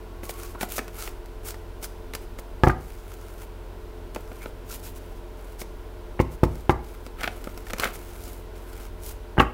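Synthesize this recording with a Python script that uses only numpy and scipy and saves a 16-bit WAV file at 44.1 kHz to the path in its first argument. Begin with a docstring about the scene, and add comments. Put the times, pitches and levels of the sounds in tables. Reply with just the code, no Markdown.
"""Tarot cards handled on a table.

Packets slide with a hiss of catching fibres, faces squeak faintly, edges slip free and snap.
The deck is knocked and set down, ringing the table top on which the small, close microphone stands.
A fan hums steadily in the small room; the recorder's gain dips after the loudest knocks."""
import sys
import numpy as np
from scipy import signal
from scipy.fft import rfft, irfft
from scipy.io import wavfile
from scipy.ndimage import uniform_filter1d

SR = 44100
rng = np.random.default_rng(int(sys.argv[2]) if len(sys.argv) > 2 else 0)


def to_wav(sig):
    """Store sig (one row per channel, or 1-D mono) as 16-bit WAV at the path in sys.argv[1].

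    Samples outside -1..1 are clipped; the rate is SR.
    """
    pcm = np.clip(np.atleast_2d(sig), -1, 1) * 32767
    pcm = np.round(pcm).astype(np.int16)
    wavfile.write(sys.argv[1], SR, pcm.T)  # frames by channels


N = 420273

# Spectrum of a snapping card edge. Each row: frequency in Hz, relative density in dB.
EDGE_SPECTRUM = [(500, 8), (2000, 6.5), (3500, 4), (5500, 4.5), (7500, 1), (10000, -0.5), (14000, -0.5)]
# Spells of fingers lightly shifting the cards. Each row: start in seconds, end in seconds, level in dB.
SHIFT_SPELLS = [(0.792, 1.2, -68), (2.784, 3.417, -57), (4.144, 4.5, -60), (4.985, 5.2, -63),
                (5.38, 5.55, -60.5), (6.493, 6.648, -57.5), (6.821, 7.072, -59.5), (7.298, 7.716, -57),
                (7.953, 8.256, -55), (8.55, 8.87, -59)]


def undb(db):
    """Decibels to gain."""
    return 10 ** (np.asarray(db) / 20)


def unit(x):
    """Scale to rms 1."""
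    return x / np.sqrt(np.mean(x ** 2))


def fade(t, t60_s):
    """Decay by 60 dB in t60_s."""
    return np.exp(-np.log(1000) * t / max(t60_s, 1e-4))


def add(track, start_s, sound):
    """Mix a sound into the track."""
    i = max(int(start_s * SR), 0)
    track[i:i + len(sound)] += sound[:max(N - i, 0)]


def colour(x, points, size=4096):
    """Minimum-phase filter of unit power, shaped by (Hz, dB) points."""
    hz, db = np.transpose(points)
    bins_hz = np.arange(size // 2 + 1) * SR / size + 1
    gain = undb(np.interp(np.log(bins_hz), np.log(hz), db))
    cepstrum = irfft(np.log(gain))
    cepstrum[1:size // 2] *= 2
    cepstrum[size // 2 + 1:] = 0
    response = irfft(np.exp(rfft(cepstrum)))
    return signal.fftconvolve(x, response / np.linalg.norm(response))[:len(x)]


def resonate(x, hz, width_hz):
    """One resonance, gain 1 at its centre."""
    return signal.lfilter(*signal.iirpeak(min(hz, .45 * SR), hz / width_hz, fs=SR), x)


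def band(x, hz, width_hz):
    """Two equal resonances in series."""
    return resonate(resonate(x, hz, width_hz), hz, width_hz)


def lowpass(x, hz, order=2):
    """Butterworth low-pass."""
    return signal.lfilter(*signal.butter(order, min(hz, .45 * SR), fs=SR), x)


def walk(rate_hz):
    """Smooth random wander, rms 1."""
    hold = max(int(SR / rate_hz), 1)
    steps = np.repeat(rng.standard_normal(N // hold + 1), hold)
    return unit(uniform_filter1d(steps, hold)[:N])


def fan(shaft_hz=43.59, drift=.0012, flutter_db=1.63, air_db=-48):
    """Shaft and blade tones over rushing air; the lowest tones flutter least."""
    # Fan tones. Each row: multiple of the shaft rate, rms level in dB.
    tones = [(1, -40.5), (2, -49), (4, -61), (6, -59.5), (8, -53), (8.25, -60), (9.5, -75.5), (10, -53),
             (10.5, -62), (12, -68), (14, -61.5), (18, -69)]
    # Fan air and microphone hiss. 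Each row: frequency in Hz, relative density in dB.
    air_spectrum = [(40, -6.5), (125, -2), (165, -2.5), (215, 0.5), (330, 0.5), (430, 2), (520, -2),
                    (640, 1), (800, -6.5), (1050, -4.5), (1200, -11.5), (1400, -6), (1750, -13),
                    (3200, -16.5), (7000, -26.5), (15000, -25.5)]
    # Low resonances stirred by the draught. Each row: centre in Hz, width in Hz, rms level in dB.
    rumbles = [(26.5, 9.9, -45.5), (58.7, 3.1, -51.5), (85.3, 32, -53.5), (392, 62, -57), (928, 255, -58)]
    angle = 2 * np.pi * np.cumsum(shaft_hz * (1 + drift * walk(3.054))) / SR
    out = undb(air_db) * colour(rng.standard_normal(N), air_spectrum)
    for multiple, db in tones:
        wobble_db = flutter_db * min(multiple / 4, 1) * walk(7.7)
        out += undb(db + wobble_db) * np.sqrt(2) * np.sin(multiple * angle + rng.uniform(0, 2 * np.pi))
    for hz, width_hz, db in rumbles:
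        out += undb(db) * unit(band(rng.standard_normal(N), hz, width_hz))
    return out


def room(x, wet_db=-14, t60_s=0.38, gap_s=0.00317):
    """A small furnished room answers after a short gap."""
    # Room tail. Each row: frequency in Hz, relative density in dB.
    tail_spectrum = [(60, 4), (150, 8.5), (400, 6.5), (850, 6), (1400, 2), (3000, 3.5), (7000, 4),
                     (16000, -1)]
    t = np.arange(SR // 2) / SR
    tail = colour(rng.standard_normal(len(t)), tail_spectrum) * fade(t, t60_s) * (t > gap_s)
    return undb(wet_db) * signal.fftconvolve(x, tail / np.linalg.norm(tail))[:N]


def squeaks():
    """Card faces stick and slip unevenly: a hoarse, narrow tone swells and fades."""
    # Squeaks. Each row: middle and half-height length in seconds, centre and width in Hz, level in dB.
    chirps = [(.27, 0.33, 1108, 50, -52), (0.554, .012, 1120, 350, -38.5), (0.586, 0.055, 1420, 150, -50),
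              (4.427, .04, 2230, 400, -48.5), (4.71, 0.013, 1450, 200, -43.5)]
    out = np.zeros(N)
    for middle_s, length_s, hz, width_hz, db in chirps:
        swell = np.hanning(int(2 * length_s * SR))
        tone = unit(band(rng.standard_normal(len(swell)), hz, width_hz))
        add(out, middle_s - length_s, undb(db) * swell * tone)
    return out


def packet(x):
    """The broad ring of a packet of cards held in the hand."""
    # Packet resonances. Each row: centre in Hz, width in Hz, gain in dB.
    modes = [(760, 325, 19.5), (1320, 280, 22), (2080, 250, 13.5), (2260, 510, -15.5), (2690, 480, -12)]
    ring = sum(undb(db) * resonate(x, hz, width_hz) for hz, width_hz, db in modes)
    return lowpass(ring, 4300, order=4)


def rub(speed, pressure, face_db=1, grain_db=3, judder_db=2.0, grip_db=2.2, snags_per_s=45, snag_s=.0007):
    """Fibres catch and slip, edges snag; speed sets the hiss, pressure the packet's ring."""
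    # Smooth faces rubbing. Each row: frequency in Hz, relative density in dB.
    face_spectrum = [(3000, -61), (6500, -4), (9000, -1.5), (14000, -0.5)]
    # Free edges scraping. Each row: centre in Hz, width in Hz, relative level in dB.
    edge_bands = [(2580, 2800, -11), (5400, 5000, -7), (11500, 5900, -11)]
    snag_onsets = (rng.random(N) < snags_per_s / SR) * rng.uniform(1, 4, N)
    snags = signal.lfilter([1], [1, -np.exp(-1 / (snag_s * SR))], snag_onsets)
    ticks = rng.standard_normal(N) * (1 + snags)
    ticks *= undb(grain_db * rng.standard_normal(N) + judder_db * walk(160))
    hiss = undb(face_db) * unit(colour(ticks, face_spectrum))
    for hz, width_hz, db in edge_bands:
        catches = ticks * rng.choice([-1, 1], N)
        grip = undb(db + grip_db * walk(30.2))  # each edge comes and goes as the grip changes
        hiss += grip * unit(band(catches, hz, width_hz))
    return speed * hiss + pressure * unit(packet(ticks))


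def slides(shift_fade_s=0.054, shift_wander_db=2, shift_pressure_db=-1):
    """Strokes speed up and stop in a bell shape; in spells the fingers shift the cards unevenly."""
    # Cards sliding over each other. Each row: time of top speed in seconds, length in seconds,
    # hiss in dB, pressure in dB relative to the hiss.
    strokes = [(0.254, 0.032, -44, -6), (0.302, 0.021, -39, -13), (0.422, 0.16, -47, -2),
               (.63, .04, -35.5, -1.5), (0.726, 0.047, -37.5, -11), (0.773, 0.03, -31.5, -15),
               (1.022, 0.11, -39.5, -3), (1.483, 0.05, -37.5, -7), (1.842, .032, -35.5, -7),
               (2.152, 0.0085, -35, -3), (2.231, .04, -53, -1), (2.394, 0.015, -44.5, -8),
               (3.42, 0.041, -47, -1.5), (4.432, 0.041, -58, 7), (4.73, 0.08, -42, -21),
               (4.864, 0.068, -44, -10), (4.969, .03, -48, -17), (5.609, .026, -38.5, -10),
               (6.331, 0.038, -49.5, -4), (7.236, 0.068, -46.5, 10.5), (7.842, 0.095, -42, 8.5),
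               (7.95, 0.023, -39, -7), (8.274, 0.19, -49, -5), (8.808, 0.1, -52.5, 1.5),
               (9.074, 0.08, -41, -13)]
    speed, pressure, shifting = np.zeros((3, N))
    for middle_s, length_s, db, pressure_db in strokes:
        t = np.arange(-2 * length_s, 2 * length_s, 1 / SR)
        stroke = undb(db) * np.exp(-2 * np.sqrt(2) * (t / length_s) ** 2)
        add(speed, middle_s + t[0], stroke)
        add(pressure, middle_s + t[0], undb(pressure_db) * stroke)
    for start_s, end_s, db in SHIFT_SPELLS:
        shifting[int(start_s * SR):int(end_s * SR)] = undb(db)
    shifting = uniform_filter1d(shifting, int(shift_fade_s * SR)) * undb(shift_wander_db * walk(24))
    return rub(np.hypot(speed, shifting), np.hypot(pressure, undb(shift_pressure_db) * shifting))


def clack(hz, t60_s, rise_s, width_hz, body_db, size=4096):
    """Many cards meet within a few ms and ring the packet; energy equals 10 ms at rms 1."""
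    t = np.arange(size) / SR
    contacts = rng.standard_normal(size) * fade(t, t60_s) * (1 - np.exp(-t / rise_s))
    ring = band(contacts, hz, width_hz) + undb(body_db) * packet(contacts)
    return ring * np.sqrt(SR / 100) / np.linalg.norm(ring)


def stray_ticks(ticks_per_s=6, above_spell_db=3, spread_db=2, body_db=-5):
    """Edges tick faintly at random while the fingers shift the cards; returns rows for clicks()."""
    rows = []
    for start_s, end_s, db in SHIFT_SPELLS:
        for tick_s in rng.uniform(start_s, end_s, round(ticks_per_s * (end_s - start_s))):
            edge_db = db + above_spell_db + spread_db * rng.standard_normal()
            rows.append((tick_s, edge_db, edge_db + body_db, edge_db + body_db))
    return rows


def clicks(snap_gain_db=10, thud_gain_db=-2, chatter_db=-15, peel_s=0.00043, db_per_octave=33):
    """An edge peels free: a bright snap, its neighbours' chatter, a packet ring, a thud in the hand."""
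    # Edge snaps and taps. Each row: start in seconds, then snap, ring and thud in dB before the gains.
    taps = [(.2327, -50, -44, -33.5), (.2932, -34, -39, -35.5), (.5493, -75, -50, -38),
            (.6103, -31.5, -32, -29), (.6298, -31.5, -34, -25.5), (.7814, -26.5, -34.5, -30),
            (.7904, -36, -29, -29), (.88, -40, -44, -42), (1.0752, -38, -37.5, -41),
            (1.2587, -48, -62, -59), (1.5432, -46, -44.5, -57), (1.8272, -44, -55, -39.5),
            (2.136, -34.5, -38.5, -44), (2.1504, -29.5, -49, -46), (2.3875, -43, -44.5, -39),
            (4.1477, -35.5, -58, -50), (4.1603, -41.5, -38, -27.5), (4.3158, -61, -46.5, -40),
            (4.4579, -52.5, -38.5, -30.5), (4.7258, -39, -55, -56), (5.616, -36, -43, -34),
            (7.064, -41, -49.5, -36.5), (7.2087, -37, -40, -41), (7.2331, -30.5, -30.5, -39),
            (7.2406, -39.5, -26.5, -35), (7.276, -36, -25.5, -34), (7.4414, -38, -60, -53),
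            (7.4724, -56, -39, -28), (7.5755, -39.5, -49, -42), (7.6672, -47, -44, -55),
            (7.6985, -45, -40, -46), (7.7049, -34.5, -43, -42), (7.7333, -30, -30.5, -30.5),
            (7.7836, -33.5, -47, -49), (7.7976, -21.5, -44, -44), (7.8339, -35, -21.5, -35),
            (7.8425, -23.5, -30, -33), (7.854, -39, -26.5, -26.5), (7.8723, -38, -41, -35)]
    t = np.arange(SR // 10) / SR
    peel = 1 - np.exp(-t / peel_s)
    decay = fade(t, 0.0071) + undb(chatter_db) * fade(t, 0.055)
    snaps, body = np.zeros((2, N))
    for start_s, edge_db, packet_db, hand_db in taps + stray_ticks():
        snap, push = rng.standard_normal((2, len(t)))
        add(snaps, start_s, undb(edge_db + snap_gain_db) * snap * peel * decay)
        # More snap and less packet: a shorter free edge, which rings higher.
        ring_hz = 1793 * 2 ** ((edge_db - packet_db) / db_per_octave)
        ring = clack(ring_hz, t60_s=0.022, rise_s=0.00035, width_hz=480, body_db=-22)
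        add(body, start_s, undb(packet_db) * ring)
        thud = lowpass(resonate(push * fade(t, 0.03), hz=400, width_hz=770), hz=570)
        add(body, start_s, undb(hand_db + thud_gain_db) * thud / np.std(thud[:SR // 100]))
    return body + colour(snaps, EDGE_SPECTRUM)


def knocks(low_hz=220, detune=.025, place_db=3.5, slap_db=-7, rattle_db=-36.5, rattle_peak_s=0.0082):
    """Blows ring the table, duller for softer contact; the deck clacks, cards slap, loose edges settle."""
    # Deck striking the table. Each row: start in seconds, blow in dB, contact cut-off in Hz,
    # weight on the low modes in dB, clack in dB, clack centre in Hz.
    blows = [(2.6358, 2.5, 1740, 1, -19.5, 1190), (2.668, -3, 1400, -28, -27, 1400),
             (2.673, -1, 1010, 4, -21, 820), (2.696, -6, 1850, -7, -22, 1290),
             (6.193, -14, 2200, -18, -31.5, 2110), (6.1998, -1.5, 624, 1, -22.5, 970),
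             (6.4327, 3, 664, 0.5, -22, 1130), (6.695, 3, 1440, -3, -18.5, 1120),
             (9.371, -20, 1500, -8, -42, 1500), (9.380, -3.5, 1680, -23, -30, 1290),
             (9.3846, -16, 900, 16.5, -31, 2850), (9.3959, -10.5, 2200, -3, -18, 2720),
             (9.4006, 5, 1700, -7, -9, 1210), (9.422, -10, 1500, -6, -28, 1390)]
    # Table top with the deck on it. Each row: frequency in Hz, relative level in dB, T60 in seconds.
    table_modes = [(59.1, -21.5, 0.49), (88.4, -15, 0.15), (116.3, -13, 0.097), (140, -15.5, 0.15),
                   (199, -29, 0.045), (234.5, -19.5, 0.061), (262.4, -23.5, 0.19), (318.5, -18.5, 0.076),
                   (341.4, -22, 0.11), (358, -20.5, 0.11), (458, -30.5, .07), (509, -20.5, 0.087),
                   (634, -18, 0.034), (773, -15.5, 0.043), (817, -16.5, 0.052), (1150, -26, 0.055),
                   (1208, -23, 0.14), (1636, -18, 0.055), (1800, -20, 0.046)]
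    # Flat cards slapping together. Each row: frequency in Hz, relative density in dB.
    slap_spectrum = [(150, -5), (500, 2), (1250, -11), (2000, 10), (3000, -8), (4200, -41), (12000, -49)]
    t = np.arange(SR // 2) / SR
    lowness = 1 / (1 + (np.array(table_modes)[:, 0] / low_hz) ** 4)
    settle = np.sqrt(t / rattle_peak_s) * np.exp(-(t / rattle_peak_s / 2) ** 2)
    wood, slaps, rattle = np.zeros((3, N))
    for start_s, db, contact_hz, weight_db, clack_db, clack_hz in blows:
        modes = []
        for hz, mode_db, t60_s in table_modes:
            loaded_hz = hz * (1 + detune * rng.standard_normal())  # hand and deck load the table
            modes.append(undb(mode_db) * np.cos(2 * np.pi * loaded_hz * t) * fade(t, t60_s))
        # The landing spot decides which higher modes speak.
        spot_db = place_db * (1 - lowness) * rng.standard_normal(len(modes))
        table_ring = undb(weight_db * lowness + spot_db) @ np.array(modes)
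        add(wood, start_s, -undb(db) * lowpass(table_ring, contact_hz, order=4))
        deck_ring = clack(clack_hz, t60_s=0.019, rise_s=0.003, width_hz=340, body_db=-46.5)
        add(wood, start_s, undb(clack_db) * deck_ring)
        add(slaps, start_s, undb(clack_db + slap_db) * rng.standard_normal(len(t)) * fade(t, 0.06))
        add(rattle, start_s, undb(db + rattle_db) * rng.standard_normal(len(t)) * settle)
    rattle *= undb(4 * walk(400))  # edges settle unevenly
    return wood + colour(slaps, slap_spectrum) + colour(rattle, EDGE_SPECTRUM)


def scene():
    """Cards and table in the room, over the fan; mono."""
    hum = fan()
    cards = knocks() + slides() + squeaks() + clicks()
    return (cards + room(cards) + hum)[None]


def record(dry, duck_db=3, sense_s=0.03, recover_s=0.39, loud_rms=0.31, top_hz=15750):
    """Gain control backs off after loud sounds and recovers slowly; peaks clip and the top is cut."""
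    smoothing = 1 / (sense_s * SR)
    power = signal.lfilter([smoothing], [1, smoothing - 1], dry ** 2)
    t = np.arange(N) / SR
    release = np.exp(-t / recover_s)
    held_rms = np.maximum.accumulate(np.sqrt(power) / release, axis=-1) * release
    limited = np.clip(dry * undb(-duck_db * held_rms / loud_rms), -1, 1)
    return signal.sosfilt(signal.ellip(10, .2, 70, top_hz, fs=SR, output="sos"), limited)


dry = scene()
out = record(dry)
to_wav(out)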